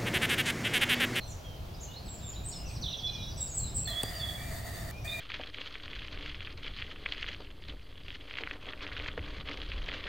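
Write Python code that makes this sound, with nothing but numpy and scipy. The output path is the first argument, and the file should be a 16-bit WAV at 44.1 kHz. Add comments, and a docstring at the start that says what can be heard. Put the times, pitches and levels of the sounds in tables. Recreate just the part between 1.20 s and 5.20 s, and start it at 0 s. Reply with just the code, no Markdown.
"""Small birds sing in the trees on a lake shore: whistles, warbles, thin high calls, quick downward
slides, a far trill and faint chirps. Each note is a nearly pure gliding tone, scattered by the wood.
A camera's zoom motor whirs in two runs as gear friction rings the lens housing; it clicks and knocks.
A faint wind rumbles over the water."""
import sys
import numpy as np
from scipy import signal
from scipy.fft import rfft, irfft, next_fast_len
from scipy.io import wavfile
from scipy.ndimage import map_coordinates

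SR = 44100
rng = np.random.default_rng(int(sys.argv[2]) if len(sys.argv) > 2 else 0)


def wav_out(sig):
    """Save sig, one row per channel (or a flat mono array), as 16-bit PCM at SR to the path in sys.argv[1]."""
    wavfile.write(sys.argv[1], SR, np.round(np.clip(np.atleast_2d(sig).T, -1, 1) * 32767).astype(np.int16))


N = 176400

# echo decay of the wood: freq_hz, t60_s
WOOD_DECAY = [(2000, 0.57), (4000, 0.39), (8000, 0.41)]
CLEAR_WAVER, ROUGH_WAVER = 0.008, 0.021  # fractions of pitch


def whistles(echo_db=-3.5):
    """Clear, nearly level notes."""
    # start_s, length_s, start_hz, middle_hz, end_hz, level_db
    notes = [(0.026, 0.075, 6150, 5870, 6120, -56), (0.239, 0.11, 3350, 3170, 3113, -53.5),
             (0.683, 0.045, 2870, 2937, 2910, -51), (1.324, 0.1, 5670, 5130, 5190, -47),
             (1.831, 0.051, 3493, 3440, 3450, -31), (1.869, 0.057, 4110, 4025, 4070, -39),
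             (1.875, 0.16, 2487, 2430, 2420, -54.5), (1.983, 0.11, 3940, 3804, 3870, -46.5),
             (1.999, 0.1, 3440, 3435, 3434, -47.5), (2.654, 0.064, 4380, 4185, 4020, -40),
             (2.673, 0.066, 3464, 3393, 3204, -38.5), (2.738, 0.0764, 3395, 3364, 3494, -34.5),
             (2.809, 0.21, 4510, 4810, 4440, -46), (2.996, 0.065, 3600, 3395, 3446, -36.5),
             (3.067, 0.1, 3400, 3338, 3397, -43.5), (3.172, 0.14, 2250, 2350, 2350, -54.5),
             (3.71, 0.08, 2267, 2403, 2450, -51), (3.839, 0.054, 2272, 2436, 2445, -40),
             (3.896, 0.043, 3550, 3640, 3970, -39), (3.915, 0.1, 2440, 2397, 2410, -39)]
    return song([(*row, echo_db) for row in notes], CLEAR_WAVER)


def warbles(echo_db=2):
    """Straight glides with a rough pitch, from deeper in the trees."""
    # start_s, length_s, start_hz, end_hz, level_db
    glides = [(0, 0.042, 4340, 4000, -49.5), (0.538, .042, 4700, 6050, -56.5),
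              (0.712, 0.081, 3430, 4490, -52), (1.002, 0.054, 4020, 3476, -54.5),
              (1.129, 0.059, 3230, 4130, -52.5), (1.394, .13, 2980, 2396, -58.5),
              (1.627, .03, 4400, 3770, -42), (1.67, 0.062, 3150, 2667, -51.5),
              (2.17, 0.062, 3980, 3716, -51), (2.394, 0.096, 4410, 3715, -50.5),
              (2.92, 0.057, 3240, 2610, -56.5), (3.877, .02, 3550, 3664, -37)]
    notes = [(start_s, length_s, start_hz, (start_hz + end_hz) / 2, end_hz, level_db, echo_db)
             for start_s, length_s, start_hz, end_hz, level_db in glides]
    return song(notes, ROUGH_WAVER)


def thin_calls(rasp=0.026, short_s=0.046):
    """High swelling calls; short ones are raspy, longer ones purer."""
    # start_s, length_s, start_hz, middle_hz, end_hz, level_db, echo_db
    calls = [(0.075, 0.052, 7620, 7080, 5550, -52, 3.5), (0.599, 0.041, 5900, 7200, 6150, -48, 3.5),
             (0.849, 0.11, 7840, 7640, 7070, -51, 2), (1.022, 0.084, 7570, 7420, 6910, -49.5, 3.5),
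             (1.231, 0.058, 6760, 8190, 6600, -55, 16.5), (1.472, .05, 7600, 8100, 8700, -64, 13),
             (2.172, 0.0604, 7930, 7760, 7620, -39.5, 3.5), (2.269, 0.07, 7200, 6820, 6450, -52, 6.5),
             (2.34, 0.048, 7750, 7780, 7350, -34.5, 1.5), (2.542, 0.04, 7880, 7850, 7250, -34, 4)]
    return sum(song([row], waver=rasp * min(1, short_s / row[1]) ** 2, swell_db=13) for row in calls)


def slides(base_s=0.01093, fall_hz_per_s=89000, sag=0.64, echo_db=-1.5):
    """Quick slides that fall fast, then level off; wider ones take longer."""
    # start_s, top_hz, bottom_hz, level_db
    falls = [(0.857, 5730, 3350, -55), (.978, 5900, 4140, -59), (1.125, 5700, 3800, -56),
             (1.314, 5330, 3390, -47.5), (1.621, 5000, 3450, -36.5), (1.656, 3780, 3290, -33.5),
             (1.684, 3930, 3630, -35), (1.728, 4184, 3270, -33.5), (1.787, 3620, 3170, -37.5),
             (1.948, 3565, 3270, -36), (1.955, 5670, 3900, -52), (2.108, 5840, 3750, -59),
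             (2.26, 5960, 4360, -54), (2.566, 5870, 3900, -53)]
    notes = []
    for start_s, top_hz, bottom_hz, level_db in falls:
        drop_hz = top_hz - bottom_hz
        length_s = base_s + drop_hz / fall_hz_per_s
        notes.append((start_s, length_s, top_hz, top_hz - sag * drop_hz, bottom_hz, level_db, echo_db))
    return song(notes, CLEAR_WAVER)


def trill(count=10, first_s=1.456, step_s=0.078, level_db=-42.5, fade_db=9, direct_db=-7):
    """A far bird repeats one falling note, heard mostly through the trees."""
    out = np.zeros((2, N))
    for k in range(count):
        start_s = first_s + k * step_s
        tone = note(length_s=0.04, start_hz=5960, middle_hz=5306, end_hz=3810, waver=ROUGH_WAVER)
        tone *= amp(level_db - np.linspace(0, fade_db, len(tone)))
        add(out, start_s, amp(direct_db) * tone)
        add(out, start_s, wood_echo(tone, t60_s=0.35))
    return out


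def chorus(count=44, centre_hz=3957, spread=0.27, glide=0.086, length_s=0.071, level_db=-62):
    """Faint random chirps from far along the shore, heard only as echo."""
    out = np.zeros((2, N))
    for k, (late, high, bend, loud) in enumerate(rng.standard_normal((count, 4))):
        start_s = (k + late / 2) / count * N / SR
        pitch_hz = centre_hz * np.exp(spread * high)
        contour_hz = pitch_hz * (1 + glide * bend * np.array([1, 0, -0.5]))
        tone = note(length_s, *contour_hz, CLEAR_WAVER)
        add(out, start_s, amp(level_db + 2 * loud) * wood_echo(tone, log_interp(WOOD_DECAY, pitch_hz)))
    return out


def song(notes, waver, swell_db=0):
    """Each note arrives directly and through the trees."""
    out = np.zeros((2, N))
    for start_s, length_s, start_hz, middle_hz, end_hz, level_db, echo_db in notes:
        tone = note(length_s, start_hz, middle_hz, end_hz, waver)
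        tone *= amp(level_db + swell_db * np.linspace(-0.5, 0.5, len(tone)))
        add(out, start_s, tone)
        add(out, start_s, amp(echo_db) * wood_echo(tone, log_interp(WOOD_DECAY, middle_hz)))
    return out


def note(length_s, start_hz, middle_hz, end_hz, waver):
    """A fluttering tone bent through three pitches; only the highest notes carry an octave."""
    attack_s, release_s, flutter_db = 0.0039, 0.0051, 4
    t = np.arange(int(length_s * SR)) / SR
    pitch_hz = np.polyval(np.polyfit([0, 0.5, 1], [start_hz, middle_hz, end_hz], 2), t / t[-1])
    pitch_hz *= 1 + waver * wobble(600, len(t))
    phase = 2 * np.pi * np.cumsum(pitch_hz) / SR
    gate = np.clip(t / attack_s, 0, 1) * np.clip((t[-1] - t) / release_s, 0, 1)
    flutter = unit_rms(amp(flutter_db * wobble(72.3, len(t))))
    octave = (middle_hz > 7000) * amp(-27) * np.sin(2 * phase)
    return np.sin(gate * np.pi / 2) * flutter * (np.sin(phase) + octave)


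def wood_echo(tone, t60_s, build_s=0.0016):
    """Diffuse echo off the trees, with the note's own energy per channel."""
    t = np.arange(SR // 2) / SR
    envelope = amp(-60 * t / t60_s) * (1 - np.exp(-t / build_s))
    impulse = envelope * stereo(rng.standard_normal((2, len(t))), width=0.22)
    echo = signal.fftconvolve(tone[None], impulse, axes=1)
    return echo * np.sqrt(2 * np.sum(tone ** 2) / np.sum(echo ** 2))


def zoom_motor(level_db=-45, hiss_db=-22, gear_hz=98.2, gear_depth=0.25, ramp_s=0.0013, unsteady_db=1.2):
    """Gear friction, pulsing with the shaft, rings the lens housing."""
    # start_s, stop_s
    runs = [(2.672, 3.714), (3.845, 4.1)]
    # housing resonances: freq_hz, width_hz, gain_db
    modes = [(672, 75, 3), (1230, 140, -8), (1890, 240, -0.5), (3650, 240, -10), (4600, 250, -6),
             (6900, 600, -13.5), (8300, 480, -10.5), (9850, 500, -18), (11800, 550, -15),
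             (15400, 700, -14.5)]

    def housing(hz):
        power = sum(amp(gain_db) ** 2 / (1 + 2 * ((hz - freq_hz) / width_hz) ** 2) ** 2
                    for freq_hz, width_hz, gain_db in modes)
        return np.sqrt(amp(hiss_db) ** 2 + power)

    t = np.arange(N) / SR
    gate = sum(np.clip(np.minimum(t - start_s, stop_s - t) / ramp_s, 0, 1) for start_s, stop_s in runs)
    turns = np.cumsum(gear_hz * (1 + 0.022 * wobble(15))) / SR
    pulsing = 1 + gear_depth * signal.sawtooth(2 * np.pi * turns, 0)
    friction = pulsing * stereo(rng.standard_normal((2, N)), width=0.5)
    return gate * amp(level_db + unsteady_db * wobble(24.77)) * unit_rms(filtered(friction, housing))


def camera_clicks(tick_hz=8400, rise_s=0.00069, tick_t60_s=0.0061, knock_s=2.837, knock_db=-30.5):
    """Sharp plastic ticks and a dull knock of the lens."""
    # start_s, level_db
    ticks = [(2.701, -33), (2.833, -22.5)]
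    # freq_hz, gain_db, t60_s
    knock_modes = [(263, -5, 0.038), (446, 7.5, 0.011), (730, -6, .05)]
    out = np.zeros(N)
    t = np.arange(SR // 10) / SR
    envelope = (1 - np.exp(-t / rise_s)) * amp(-60 * t / tick_t60_s)
    envelope /= envelope.max()
    for start_s, level_db in ticks:
        tick = np.sin(2 * np.pi * tick_hz * t) + 0.46 * rng.standard_normal(len(t))
        add(out, start_s, amp(level_db) * envelope * tick)
    for freq_hz, gain_db, t60_s in knock_modes:
        add(out, knock_s, amp(knock_db + gain_db - 60 * t / t60_s) * np.sin(2 * np.pi * freq_hz * t))
    return out


def wind(gust_db=2.0, air_db=-50.5):
    """A low uneven rumble under the steady hush of open air."""
    # time_s, level_db
    rumble_levels = [(0, -44.5), (2.2, -40.5), (4, -41)]
    # freq_hz, density_db
    rumble_spectrum = [(20, -7), (43, 0.5), (90, 0.5), (136, -3.5), (200, -13), (350, -21.5), (700, -51.5)]
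    # freq_hz, density_db
    air_spectrum = [(250, -0.5), (680, 6), (1050, -1.5), (1900, -9), (3000, -7), (4500, -10.5),
                    (6200, -14.5), (8500, -23.5), (15500, -18.5)]
    rumble_db = np.interp(np.arange(N) / SR, *np.transpose(rumble_levels)) + gust_db * wobble(14)
    return amp(rumble_db) * air_noise(rumble_spectrum) + amp(air_db) * air_noise(air_spectrum)


def air_noise(spectrum):
    """Coloured stereo noise of rms 1, widest in the midrange."""
    # left-right likeness: freq_hz, correlation
    likeness = [(100, 0.98), (300, 0.6), (1000, 0.04), (5000, 0.43), (12000, 0.91)]

    def colour(hz):
        angle = np.arccos(np.clip(log_interp(likeness, hz), -1, 1)) / 2
        return amp(log_interp(spectrum, hz)) * [np.cos(angle), np.sin(angle)]

    mid_side = filtered(rng.standard_normal((2, N)), colour)
    return unit_rms(stereo(mid_side, width=1))


def amp(db):
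    """Decibels to gain."""
    return 10 ** (np.asarray(db) / 20)


def unit_rms(x):
    """Scale to rms 1."""
    return x / np.sqrt(np.mean(x ** 2) + 1e-20)


def log_interp(points, hz):
    """Interpolate (freq_hz, value) points on a log frequency axis."""
    freq_hz, values = np.transpose(points)
    return np.interp(np.log(hz + 1), np.log(freq_hz + 1), values)


def wobble(knots_per_s, size=N):
    """Smooth random curve."""
    return map_coordinates(rng.standard_normal(4096), [np.arange(size) * knots_per_s / SR], mode="wrap")


def filtered(x, response):
    """Apply the gain response(hz)."""
    size = next_fast_len(N + SR // 2)
    return irfft(rfft(x, size) * response(np.fft.rfftfreq(size, 1 / SR)), size)[..., :N]


def add(track, start_s, x):
    """Mix x into the track."""
    i = max(0, round(start_s * SR))
    track[..., i:i + x.shape[-1]] += x[..., :max(0, N - i)]


def stereo(mid_side, width):
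    """Mid and side to left and right."""
    mid, side = mid_side
    return np.array([mid + width * side, mid - width * side])


def scene():
    """Birds a little to the right, wind all round, the motor at the microphone."""
    # freq_hz, left_minus_right_db
    bird_pan = [(2400, 1.5), (3400, -5), (5000, -0.2)]
    birds = whistles() + warbles() + thin_calls() + slides() + trill() + chorus()
    birds = filtered(birds, lambda hz: amp(np.outer([0.5, -0.5], log_interp(bird_pan, hz))))
    return birds + wind() + zoom_motor() + camera_clicks()


def record(dry):
    """The camera's band limit."""
    top_hz = 15850
    return filtered(dry, lambda hz: hz < top_hz)


dry = scene()
out = record(dry)
wav_out(out)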